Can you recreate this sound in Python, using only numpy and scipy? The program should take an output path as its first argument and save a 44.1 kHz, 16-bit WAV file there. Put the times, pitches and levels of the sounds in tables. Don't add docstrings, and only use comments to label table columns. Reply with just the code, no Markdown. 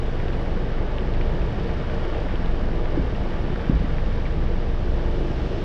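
import sys
import numpy as np
from scipy.fft import rfft, irfft, next_fast_len
from scipy.io import wavfile
from scipy.ndimage import map_coordinates

SR = 44100
rng = np.random.default_rng(int(sys.argv[2]) if len(sys.argv) > 2 else 0)


def store_wav(level_fs):
    pcm = np.round(np.clip(np.atleast_2d(level_fs), -1, 1) * 32767)
    wavfile.write(sys.argv[1], SR, pcm.T.astype(np.int16))


N = 248724

# (time [s], level [dB])
RAIN_STRENGTH = [(0.05, -41.5), (0.67, -42.5), (2.07, -40), (2.63, -42), (3.59, -41), (4.71, -43),
                 (5.5, -42.5)]


def amp(db):
    return 10 ** (np.asarray(db) / 20)


def unit(x):
    return x / np.sqrt(np.mean(x ** 2) + 1e-20)


def swell(u):
    return u * np.exp(1 - u)


def curves(rows):
    times, *columns = np.transpose(rows)
    return [np.interp(np.arange(N) / SR, times, column) for column in columns]


def wobble(rate):
    knots = rng.standard_normal(int(N * rate / SR) + 4)
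    return map_coordinates(knots, [np.arange(N) * rate / SR])


def filtered(x, response):
    size = next_fast_len(N + SR // 2)
    return irfft(rfft(x, size) * response(np.fft.rfftfreq(size, 1 / SR)), size)[:N]


def colour(x, points):
    def response(hz):
        f, db = np.transpose(points)
        gain_db = np.interp(np.log(hz + 1), np.log(f), db)
        cepstrum = irfft(np.log(amp(gain_db)))
        cepstrum[1:len(cepstrum) // 2] *= 2
        cepstrum[len(cepstrum) // 2 + 1:] = 0
        return np.exp(rfft(cepstrum))
    return filtered(x, response)


def resonance(f, hz, width):
    return 1j * f * width / (hz * hz - f * f + 1j * f * width)


def ringing(x, modes):
    def response(f):
        return 1 + sum(amp(db) * resonance(f, hz, width) for hz, width, db in modes)
    return unit(filtered(x, response))


def burst(hz, width, t60, length):
    t, f = np.arange(length) / SR, np.fft.rfftfreq(length, 1 / SR)
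    noise = rng.standard_normal(length) * amp(-60 * t / t60)
    ring = irfft(rfft(noise) * resonance(f, hz, width) ** 2, length)
    return ring / np.abs(ring).max()


def shower(rate, centre_hz, spread, cycles, size_db):
    when, pitch, size, phase = rng.random((int(rate * N / SR), 4)).T[:, :, None]
    k = np.arange(256)
    hz = np.minimum(centre_hz * 2 ** (spread * (2 * pitch - 1)), SR / 2)
    turns = hz * k / SR
    gain = amp(-size_db * np.log(np.maximum(1 - size, .02)))
    rings = gain * np.exp(-turns / cycles) * np.sin(2 * np.pi * (turns + phase))
    places = (when * N).astype(int) + k
    return unit(np.bincount(places.ravel(), rings.ravel(), N)[:N])


def engine():
    # (time [s], firing rate [Hz], level [dB])
    idle = [(0, 22.3, -25.5), (.55, 24, -24), (.95, 25.3, -28.5), (1.2, 25.5, -23.5), (1.85, 21.2, -29),
            (2.55, 22.3, -23), (3.5, 21.6, -28), (4.2, 25, -23), (4.85, 25.1, -24.5), (5.2, 25, -22.5),
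            (5.42, 25, -30), (5.64, 24.5, -26.5)]
    # (multiple of the firing rate, relative level [dB])
    orders = [(1, 4), (2, -4), (3, -23.5), (4, -22)]
    wander_db, hunt_hz = 1.5, 0.16
    firing_hz, level_db = curves(idle)
    turns = np.cumsum(firing_hz + hunt_hz * wobble(5)) / SR
    throb = np.zeros(N)
    for order, db in orders:
        gain = amp(db + 1.48 * order * wobble(12))
        throb += gain * np.cos(2 * np.pi * order * turns)
    return amp(level_db + wander_db * wobble(3.98)) * throb


def roof():
    # (time [s], level [dB])
    drumming = [(0, -33.5), (.75, -33), (1.1, -32), (1.5, -33), (1.9, -34), (2.12, -31.5), (2.35, -34),
                (2.8, -33), (3.2, -34), (3.95, -35.5), (4.35, -36), (4.5, -33.5), (4.75, -35.5),
                (5.15, -33.5), (5.64, -34.5)]
    # (frequency [Hz], gain [dB])
    blow_spectrum = [(100, -39), (220, -9), (340, -2.5), (520, -3), (720, -3.5), (900, -8), (1200, -22),
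                     (2000, -37.5), (5000, -80.5)]
    # (centre [Hz], width [Hz], gain [dB])
    panel_modes = [(341, 44, -4.5), (463, 34, 2), (594.5, 27, -2.5), (854, 55, -6.5)]
    drops = shower(rate=2200, centre_hz=707, spread=1.35, cycles=0.49, size_db=0.86)
    blows = drops + rng.standard_normal(N)
    level_db, = curves(drumming)
    return amp(level_db + 0.2 * wobble(4.6)) * ringing(colour(blows, blow_spectrum), panel_modes)


def windscreen():
    # (frequency [Hz], gain [dB])
    glass_spectrum = [(400, -18), (900, 1.5), (1300, 1.5), (1600, 2), (2100, -3), (3000, -5.5), (3700, -9),
                      (4100, -18), (5500, -21.5), (7000, -34.5), (10000, -72)]
    # (centre [Hz], width [Hz], gain [dB])
    pane_modes = [(981, 20, 1.5), (1149, 91, -2), (1816, 280, -12), (2240, 120, -8), (2950, 170, -7),
                  (3260, 120, -15.5), (3740, 180, -12.5)]
    trim_db = -0.05
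    drops = shower(rate=420, centre_hz=2520, spread=1.0, cycles=0.59, size_db=1.2)
    patter = unit(colour(drops, glass_spectrum))
    wash = unit(colour(rng.standard_normal(N), glass_spectrum))
    level_db, = curves(RAIN_STRENGTH)
    gain = amp(level_db + trim_db + 0.25 * wobble(16))
    return gain * ringing(amp(-5.0) * patter + wash, pane_modes)


def fat_drops():
    # (time [s], tap level [dB], pitch [Hz], contact [s], splatter level [dB], splatter decay to -60 dB [s])
    drops = [(.2012, -29, 2000, .0004, -40, .02), (.2827, -25.5, 2500, .0002, -37, .03),
             (0.303, -25, 1600, 0.00043, -40, .02), (.3314, -36, 2900, .0003, -32.5, .045),
             (.5738, -28.5, 1570, 0.00079, -36, .03), (.7834, -37, 2000, 0.00055, -42, .02),
             (.9839, -24, 2950, 0.00028, -34, .025), (1.0073, -33.5, 2900, .0004, -42, .02),
             (1.1379, -32, 3600, .0002, -41, .02), (1.1468, -28, 2400, .0002, -40, .02),
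             (1.212, -20.5, 2050, .00023, -31, .035), (1.418, -28.5, 2300, .0003, -34, .025),
             (1.639, -34, 1750, .0005, -39, .03), (1.8969, -33, 1700, .0008, -31, .03),
             (1.901, -27, 2600, 0.00022, -42, .02), (2.148, -24, 1900, 0.00025, -31, 0.028),
             (2.3, -30, 1580, .0004, -41, .02), (2.3568, -29, 3000, .0003, -40, 0.017),
             (2.4603, -28, 3500, .00015, -44, .015), (2.8573, -22.5, 1900, 0.00016, -42, .015),
             (2.8857, -33, 1500, .0004, -36, .03), (3.503, -29, 1700, .0004, -39, .02),
             (3.5593, -24, 1550, 0.00051, -34, .036), (3.7087, -32, 1700, .0004, -38, .02),
             (3.9841, -21.5, 1750, .00028, -32, .05), (4.12, -35, 1810, .0005, -37, .035),
             (4.2545, -31.5, 2300, .0012, -31.5, .05), (4.2645, -33, 1850, .0006, -33, .07),
             (4.4243, -34, 1660, .0005, -37, 0.028), (5.0078, -32.5, 1800, .0006, -40, .02)]
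    # (frequency [Hz], gain [dB])
    glass_filter = [(300, -12), (900, -3.5), (3700, 0), (4300, -2.5), (5600, -15), (7000, -27.5),
                    (9500, -38.5), (13000, -58)]
    splatter_rise_s, splatter_width = 0.0017, .9
    out, t = np.zeros(N + SR), np.arange(SR // 10) / SR
    for s, db, hz, contact, splatter_db, t60 in drops:
        tap = swell(t / contact) * np.sin(2 * np.pi * hz * t)
        splatter = burst(hz, splatter_width * hz, t60, len(t))
        splatter = splatter * (1 - np.exp(-t / splatter_rise_s))
        out[round(s * SR):][:len(t)] += amp(db) * tap + amp(splatter_db) * splatter
    return colour(out[:N], glass_filter)


def thumps():
    # (time [s], blow level [dB], first pitch [Hz], rise [s], shudder level [dB], boom level [dB], boom delay [s])
    blows = [(2.9731, -14, 350, 0.0034, -32, -16.5, 0.013), (2.993, -15, 180, 0.0029, -35, -17.5, 0.0082),
             (3.5, -18.5, 175, 0.0033, -34, -32, 0.017), (3.6959, -4.5, 186, 0.0018, -20, -16, 0.026),
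             (3.836, -25.5, 352, 0.0055, -36, -36, 0.014)]
    # (frequency [Hz], relative level [dB], decay to -60 dB [s])
    body_modes = [(115, -3, 0.36), (170, -0.5, 0.64), (253.8, 0, 0.26), (334, -1, .15), (433, -7, 0.11)]
    ring_hz, ring_db, ring_t60_s = 155, -5, 1.2
    shudder_rise_s = .007
    sag_s = 0.052
    out, t = np.zeros(N + SR), np.arange(SR // 2) / SR
    ring = amp(ring_db - 60 * t / ring_t60_s) * np.sin(2 * np.pi * ring_hz * t)
    ring = ring * (1 - np.exp(-t / 0.018))
    for s, db, hz, rise, shudder_db, boom_db, delay in blows:
        turns = hz * sag_s * (1 - np.exp(-t / sag_s))
        blow = -swell(t / rise) * np.sin(2 * np.pi * turns)
        shudder = sum(amp(level) * burst(mode, 0.32 * mode, t60, len(t)) for mode, level, t60 in body_modes)
        shudder = shudder * (1 - np.exp(-t / shudder_rise_s))
        late = np.maximum(t - delay, 0)
        boom = swell(late / 0.026) ** 2 * np.sin(2 * np.pi * 49 * late)
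        thump = amp(db) * blow + amp(shudder_db) * (shudder + ring) + amp(boom_db) * boom
        out[round(s * SR):][:len(t)] += thump
    return colour(out[:N], [(600, -1.0), (1500, -20.0), (6000, -52)])


def road():
    # (time [s], level [dB])
    road_level = [(0, -28.5), (.8, -28), (1.5, -26.5), (2, -28), (3, -27.5), (4.2, -26.5), (4.9, -29),
                  (5.64, -27.5)]
    # (frequency [Hz], gain [dB])
    rumble_spectrum = [(15, -13.5), (32, -5), (55, 2), (68, 2), (85, -2.5), (125, -3.5), (165, -5.5),
                       (205, -7), (290, -15), (450, -29.5), (900, -42.5), (2000, -100)]
    drift_db = 0.44
    level_db, = curves(road_level)
    rumble = unit(colour(rng.standard_normal(N), rumble_spectrum))
    return amp(level_db + drift_db * wobble(8)) * rumble


def neighbour():
    # (frequency [Hz], gain [dB])
    tyre_spectrum = [(200, -28.5), (300, -1.5), (350, 6), (420, -4.5), (800, -23), (2000, -32),
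                     (2900, -22.5), (4200, -30.5), (5600, -35), (7500, -49), (13000, -72.5)]
    stop_s, brake_m_per_s2, gap_m, level_db = 5.92, 5.6, 1.3, -34.5
    t = np.arange(N) / SR
    behind_m = brake_m_per_s2 * np.maximum(stop_s - t, 0) ** 2 / 2
    nearness = gap_m / np.hypot(gap_m, behind_m)
    return amp(level_db) * nearness * unit(colour(rng.standard_normal(N), tyre_spectrum))


def rain_swell_db():
    level_db, = curves(RAIN_STRENGTH)
    return level_db - level_db.mean()


def spray():
    # (frequency [Hz], gain [dB])
    hiss_spectrum = [(2000, -17), (3800, 0.5), (4700, 0.5), (5650, -4.5), (6400, -13.5), (7400, -15.5),
                     (8200, -21), (9000, -22.5), (9500, -21), (10100, -29.5), (12500, -37), (13500, -48.5)]
    mean_db, follows = -57, .6
    splashes = shower(rate=1200, centre_hz=6500, spread=0.96, cycles=0.65, size_db=3.5)
    hiss = unit(colour(amp(-7.0) * splashes + rng.standard_normal(N), hiss_spectrum))
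    taps = shower(rate=67, centre_hz=9480, spread=.1, cycles=0.94, size_db=4.5)
    pings = unit(filtered(taps, lambda f: resonance(f, hz=9480, width=420) ** 2))
    gain = amp(mean_db + follows * rain_swell_db() + 0.27 * wobble(16))
    return gain * (hiss + amp(-31.0) * pings)


def fizz():
    # (frequency [Hz], gain [dB])
    fizz_spectrum = [(4000, -14), (7500, -3), (10000, -7.5), (11500, -7), (14000, -17.5)]
    level_db, end_s, fade_s = -78, .57, .05
    grains = shower(rate=900, centre_hz=9000, spread=.6, cycles=.6, size_db=0.5)
    hold = (1 - np.tanh((np.arange(N) / SR - end_s) / fade_s)) / 2
    return amp(level_db) * hold * unit(colour(grains, fizz_spectrum))


def scene():
    car = engine() + thumps()
    rain = roof() + windscreen() + fat_drops() + spray()
    surroundings = road() + neighbour() + fizz()
    return (car + rain + surroundings)[None]


def record(dry):
    top_hz = 14700
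    return filtered(dry[0], lambda hz: hz < top_hz)[None]


dry = scene()
out = record(dry)
store_wav(out)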